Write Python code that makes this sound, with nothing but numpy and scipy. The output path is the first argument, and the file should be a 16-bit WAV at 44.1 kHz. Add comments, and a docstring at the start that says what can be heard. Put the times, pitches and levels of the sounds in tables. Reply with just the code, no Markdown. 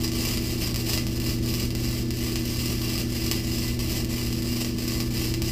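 """Close by, a stick-welding arc fries in surges and pops on steel brackets, inside a workshop.
The frying is random snaps over thin hiss, crowded at the crests of the current; each pop is one click as a
drop of metal bridges the gap and bursts. Steel resonances colour them, and echoes and a tail give the room.
Underneath, sine lines make the welding transformer's hum, its fan's whir and a slow motor's throb;
filtered noise makes the rush of cooling air."""
import sys
import numpy as np
from scipy import signal
from scipy.fft import rfft, irfft, next_fast_len
from scipy.io import wavfile

SR = 44100
rng = np.random.default_rng(int(sys.argv[2]) if len(sys.argv) > 2 else 0)


def master(y):
    """Save y as 16-bit WAV."""
    cut = np.clip(np.atleast_2d(y).T, -1, 1)
    pcm = np.round(cut * 32767)  # scale
    wavfile.write(sys.argv[1], SR, pcm.astype(np.int16))


N = 242991
TIME = np.arange(N) / SR
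SIZE = next_fast_len(N + SR)  # FFT length, with a second of room for the tail
HZ = np.maximum(np.arange(SIZE // 2 + 1) * SR / SIZE, 1)
MAINS_HZ = 59.98
POP_S = .0025  # nominal length that sets the strength of a one-sample click

# drops of metal bursting: t/s, click level before the mix/dB, extra treble/dB,
# hush of the short circuit before it/dB
DROPS = [(0.0772, -20.5, -1.5, -5.0), (0.1174, -19.5, -4, -8), (0.2505, -15, -5, -2.5),
         (0.372, -15.5, -4, -3), (0.7427, -17, -1, -5.0), (0.7595, -15, 0, -6), (0.9332, -13.5, -3, -2),
         (0.9754, -13, -13, -3.5), (1.067, -18.5, -4, -2), (1.1992, -21, 1, -8), (1.5396, -16, -1, -1),
         (1.7045, -20.5, -3, -6), (1.7502, -18.5, 0, -3), (2.1056, -19, 0.5, -9), (2.3567, -13.5, -6, -8),
         (2.9782, -18, -1.5, -4), (3.3132, -9, -0.5, -3), (3.791, -21, 1.5, -5.0), (4.046, -22.5, 3, -4),
         (4.3271, -19, -1.5, -3), (4.4212, -21, 0, -7), (4.6461, -17.5, -4, -5.0), (4.784, -21, -1.5, -2),
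         (4.8787, -18.5, 1, -2), (5.0024, -15, -6, -3), (5.3388, -15.5, -4, -3), (5.419, -16, -0.5, -5.0)]


def from_db(db):
    """Decibels to gain."""
    return 10 ** (np.asarray(db) / 20)


def rms_one(x):
    """Scale to rms 1."""
    return x / np.sqrt(np.mean(x ** 2) + 1e-20)


def drift(rate):
    """Slow chance of spread 1, turning about `rate` times a second: twice-smoothed noise."""
    step = 40  # samples between slow values
    pole = np.exp(-2 * np.pi * rate * step / SR)
    noise = rng.standard_normal(N // step + 2002)
    slow = signal.lfilter([1], [1, -2 * pole, pole * pole], noise)[2000:]  # skip the settling
    return np.interp(np.arange(N) / step, np.arange(len(slow)), rms_one(slow))


def colour(spectrum, resonances=()):
    """Causal (minimum-phase) response of unit power from a broad spectrum with resonance peaks on it."""
    hz, level_db = np.transpose(spectrum)
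    shape = np.interp(np.log(HZ), np.log(hz), level_db)
    for centre, width, boost in resonances:
        shape = shape + boost / (1 + (2 * (HZ - centre) / width) ** 2)
    # folding the cepstrum onto positive times makes the phase minimal
    cepstrum = irfft(np.log(rms_one(from_db(shape))), SIZE)
    cepstrum[1:SIZE // 2] *= 2
    cepstrum[SIZE // 2 + 1:] = 0
    return np.exp(rfft(cepstrum))


def through(x, response):
    """Filter by a frequency response."""
    return irfft(rfft(x, SIZE) * response, SIZE)[:N]


def treble(x, hz):
    """The part of a sound above a gentle first-order corner."""
    return signal.sosfilt(signal.butter(1, hz, "high", fs=SR, output="sos"), x)


def tones(lines, waver_db, waver_rate, phase_wander):
    """Steady machine lines (f/Hz, rms level/dB), each wavering a little in level and phase (radians)."""
    out = np.zeros(N)
    for hz, level_db in lines:
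        phase = 2 * np.pi * (hz * TIME + rng.random()) + phase_wander * drift(waver_rate)
        gain = np.sqrt(2) * from_db(level_db + waver_db * drift(waver_rate))
        out += gain * np.sin(phase)
    return out


def cooling_air():
    """Rush of the cooling air: noise shaped by a broad spectrum."""
    # relative density of the rush: f/Hz, level per Hz/dB
    air_spectrum = [(15, -36), (27, -26), (36, -2), (52, 3), (80, 1), (105, -8), (160, -6), (220, 1),
                    (275, -5), (335, -3), (430, -12), (750, -25.5), (1500, -30), (5000, -26), (12000, -48)]
    return from_db(-35.5) * through(rng.standard_normal(N), colour(air_spectrum))


def transformer_hum():
    """The welding transformer hums on multiples of the mains."""
    # hum lines: multiple of the mains frequency, rms level/dB
    hum_lines = [(1, -43.5), (2, -32), (3, -45.5), (4, -35), (5, -47.5), (6, -45), (7, -54), (8, -60.5),
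                 (10, -63)]
    lines = [(k * MAINS_HZ, db) for k, db in hum_lines]
    return tones(lines, waver_db=1.03, waver_rate=2.8, phase_wander=0.052)


def fan_whir():
    """The fan whirs on a few lines that waver in level and phase."""
    # fan tones: f/Hz, rms level/dB
    fan_lines = [(28.4, -60), (327.9, -37.5), (528, -62), (648, -62), (1749, -60.5)]
    return tones(fan_lines, waver_db=2.0, waver_rate=3.9, phase_wander=0.17)


def slow_motor():
    """The motor throbs on multiples of its stroke rate, its level moving slowly."""
    stroke_hz = 8.54
    # motor lines: multiple of the stroke rate, rms level before the throb/dB
    motor_lines = [(3, -41.5), (5, -45), (6, -40), (8, -39.5), (9, -44.5), (10, -42.5), (11, -45),
                   (19, -51), (23, -46), (24, -51.5), (26, -53.5), (27, -49.5)]
    # level of the throb: t/s, level/dB
    throb = [(0, -0.5), (.8, -0.5), (1.6, 1), (2.3, -2), (3.75, 0.5), (4.4, -2.5), (5.0, -2.5), (5.5, 2.5)]
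    lines = [(k * stroke_hz, db) for k, db in motor_lines]
    motor = tones(lines, waver_db=0.5, waver_rate=0.67, phase_wander=0.7)
    return from_db(np.interp(TIME, *np.transpose(throb))) * motor


def machines():
    """The bed under the arc: hum, whir, throb and air."""
    return transformer_hum() + fan_whir() + slow_motor() + cooling_air()


def workshop(x, t60, treble_t60, tail_db, onset_s, wall_hz, path_spread):
    """Direct sound, echoes from the floor and the machine body, then a diffuse tail whose treble dies first."""
    # surfaces near the arc: delay/s, level/dB
    echoes = [(.0026, -12), (.0052, -9), (.0061, -11.5), (.0072, -9), (.0081, -12), (0.0176, -13)]
    t, noise = TIME[:SR], rng.standard_normal(SR)
    bright = treble(noise, wall_hz)
    tail = (noise - bright) * from_db(-60 * t / t60) + bright * from_db(-60 * t / treble_t60)
    tail = tail * (1 - np.exp(-t / onset_s))
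    response = from_db(tail_db) * tail / np.linalg.norm(tail)
    response[0] += 1  # direct sound
    for delay, level_db in echoes:
        path_s = delay * np.exp(path_spread * rng.standard_normal())
        response[int(path_s * SR)] += from_db(level_db)
    return through(x, rfft(response / np.linalg.norm(response), SIZE))


def scatter(shortest_s, spread_s, grain_hz):
    """All-pass response: each pitch finds its own way round the steelwork, so a click becomes a short spit."""
    knots = np.arange(0, SR, grain_hz)
    delay = np.interp(HZ, knots, shortest_s + spread_s * rng.random(len(knots)))
    return np.exp(-2j * np.pi * np.cumsum(delay) * SR / SIZE)


def weld_pool(sparks, count, size):
    """Every `size` samples the arc picks one of `count` spots, each with its own paths to the microphone."""
    # broad colour of the crackle: f/Hz, relative level per Hz/dB
    crackle_spectrum = [(60, -20), (350, -2.5), (600, -2.5), (850, -12), (1450, -16.5), (1850, -10),
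                        (2150, -7.5), (2750, -0.5), (3550, -9), (4800, 0.5), (6600, -8.5), (7600, -6.5),
                        (9200, -11), (11500, -13.5), (13000, -5), (15200, -10)]
    # resonances of the steel and the hollows around the arc: f/Hz, width/Hz, boost/dB
    steel_peaks = [(1120, 295, 9), (2011, 92, 8.5), (2304, 48, 2.5), (2870, 120, 2.5), (4270, 220, 3.5),
                   (4550, 74, -4), (5010, 70, 2.5), (4995, 190, 5.5), (5620, 190, 4), (7200, 70, 8),
                   (7580, 71, 4), (7690, 95, 8), (10200, 360, 4)]
    spot = rng.integers(0, count, N)[np.arange(N) // size]
    steel = colour(crackle_spectrum, steel_peaks)
    out = np.zeros(N)
    for k in range(count):
        paths = scatter(shortest_s=.0001, spread_s=0.002025, grain_hz=300.2)
        spits = through(sparks * (spot == k), steel * paths)
        out += workshop(spits, t60=0.37, treble_t60=0.24, tail_db=-4.0, onset_s=0.0033,
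                        wall_hz=5300, path_spread=.02)
    return out


def burn():
    """How hard the arc burns, in dB: surge after surge, hushed while a drop shorts the gap."""
    # surges, about three or four a second: t/s, length/s, crackle level at the crest before the mix/dB
    surges = [(0, 0.0265, -30), (0.125, .2, -29.5), (0.405, 0.12, -32.5), (0.579, 0.058, -29),
              (.75, 0.054, -34), (0.844, 0.1, -28.5), (1.06, .11, -38), (1.193, 0.099, -32),
              (1.419, 0.21, -33), (1.758, 0.22, -35), (2.127, 0.25, -34), (2.433, .3, -33),
              (2.769, 0.22, -32.5), (3.081, 0.29, -33.5), (3.421, 0.27, -33), (3.788, .18, -32.5),
              (4.078, 0.039, -35.5), (4.117, .16, -33), (4.313, 0.087, -35.5), (4.434, 0.21, -33),
              (4.763, .23, -33), (5.101, 0.18, -32.5), (5.417, .09, -33)]
    # a surge flares up from below, swells towards its crest, then sags to a weak simmer
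    flare_db, flare_s, swell_db, sag_db_per_s, simmer_db = 4.5, .025, 1.5, 121.5, -45.5
    short_s = 0.02  # how long a drop bridges the gap before it bursts
    arc_db = np.full(N, simmer_db)
    for start, length, crest_db in surges:
        age = np.maximum(TIME - start, 0)
        flare = flare_db * np.exp(-age / flare_s)
        swell = swell_db * np.maximum(1 - age / length, 0)
        sag = sag_db_per_s * np.maximum(age - length, 0)
        surge_db = crest_db - flare - swell - sag
        arc_db = np.where(TIME >= start, np.maximum(arc_db, surge_db), arc_db)
    for when, _, _, hush_db in DROPS:
        shorted = (TIME > when - short_s) & (TIME < when)
        arc_db = arc_db + hush_db * shorted
    return arc_db


def roar(arc_db, level_db, growth, low_hz, high_hz):
    """Hot gas rushing from the rod's coating: band noise that grows faster than the arc, dB for dB."""
    band = signal.butter(2, [low_hz, high_hz], "band", fs=SR, output="sos")
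    gas = signal.sosfilt(band, rng.standard_normal(N))
    return from_db(level_db + growth * (arc_db - arc_db.mean())) * rms_one(gas)


def spatter(arc_db, treble_db, treble_hz):
    """Small drops burst at random: duller clicks whose level follows the arc that throws them."""
    drops_per_s, above_arc_db, spread_db = 22, 1.0, 0.5
    born = rng.random(N) < drops_per_s / SR
    clicks = born * from_db(arc_db + above_arc_db + spread_db * rng.uniform(-1.3, 1, N))
    dulled = clicks + (from_db(treble_db) - 1) * treble(clicks, treble_hz)
    return dulled * np.sqrt(POP_S * SR)


def pops(treble_hz):
    """A drop shorts the arc and blows apart: one loud click, with its own share of treble."""
    when, level_db, treble_db, _ = np.transpose(DROPS)
    at = np.clip((when * SR).astype(int), 0, N - 1)
    body, top = np.zeros((2, N))
    body[at] = from_db(level_db)
    top[at] = from_db(level_db + treble_db)
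    return (body + treble(top - body, treble_hz)) * np.sqrt(POP_S * SR)


def frying(arc_db, snaps_per_s, spread_db, ripple_db, hiss_db, crowding, sputter_db, sputter_rate):
    """Random snaps over a thin hiss; a harder arc snaps more often, and most at the crests of the current."""
    # the current crests twice in each mains cycle
    ripple = from_db(ripple_db * np.sin(2 * np.pi * 2 * MAINS_HZ * TIME))
    rate = snaps_per_s * from_db(crowding * (arc_db - arc_db.mean()))
    sizes = from_db(spread_db * np.minimum(rng.exponential(1, N), 3)) * rng.choice([-1, 1], N)
    born = rng.random(N) < rate * ripple / SR
    snaps = rms_one(born * sizes / np.sqrt(rate))  # crowding alone adds no power
    hiss = from_db(hiss_db) * rng.standard_normal(N)
    # the snaps come in clumps as the molten tip sways
    sputter = from_db(sputter_db * drift(sputter_rate))
    return from_db(arc_db) * rms_one(sputter * (snaps + hiss))


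def arc():
    """Frying, pops and spatter heard by way of the weld pool's surroundings, with the rush of gas."""
    arc_db = burn()
    fry = frying(arc_db, snaps_per_s=1600, spread_db=3.0, ripple_db=2.5, hiss_db=-14, crowding=.4,
                 sputter_db=2.5, sputter_rate=104)
    # a harder arc is also a brighter one
    brightness = from_db(0.051 * (arc_db - arc_db.mean()))
    fry = fry + (brightness - 1) * treble(fry, hz=7950)
    sparks = from_db(.5) * fry + from_db(-6.0) * pops(treble_hz=7000)
    sparks = sparks + spatter(arc_db, treble_db=-5, treble_hz=7000)
    gas = roar(arc_db, level_db=-63.5, growth=1.4, low_hz=288, high_hz=670)
    return weld_pool(sparks, count=2, size=256) + gas


def scene():
    """The arc over the machines, in mono."""
    return (machines() + arc())[None]


def record(dry):
    """A steep elliptic low-pass cuts the top."""
    cutoff_hz = 15400
    return signal.sosfilt(signal.ellip(12, .1, 90, cutoff_hz, fs=SR, output="sos"), dry)


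dry = scene()
out = record(dry)
master(out)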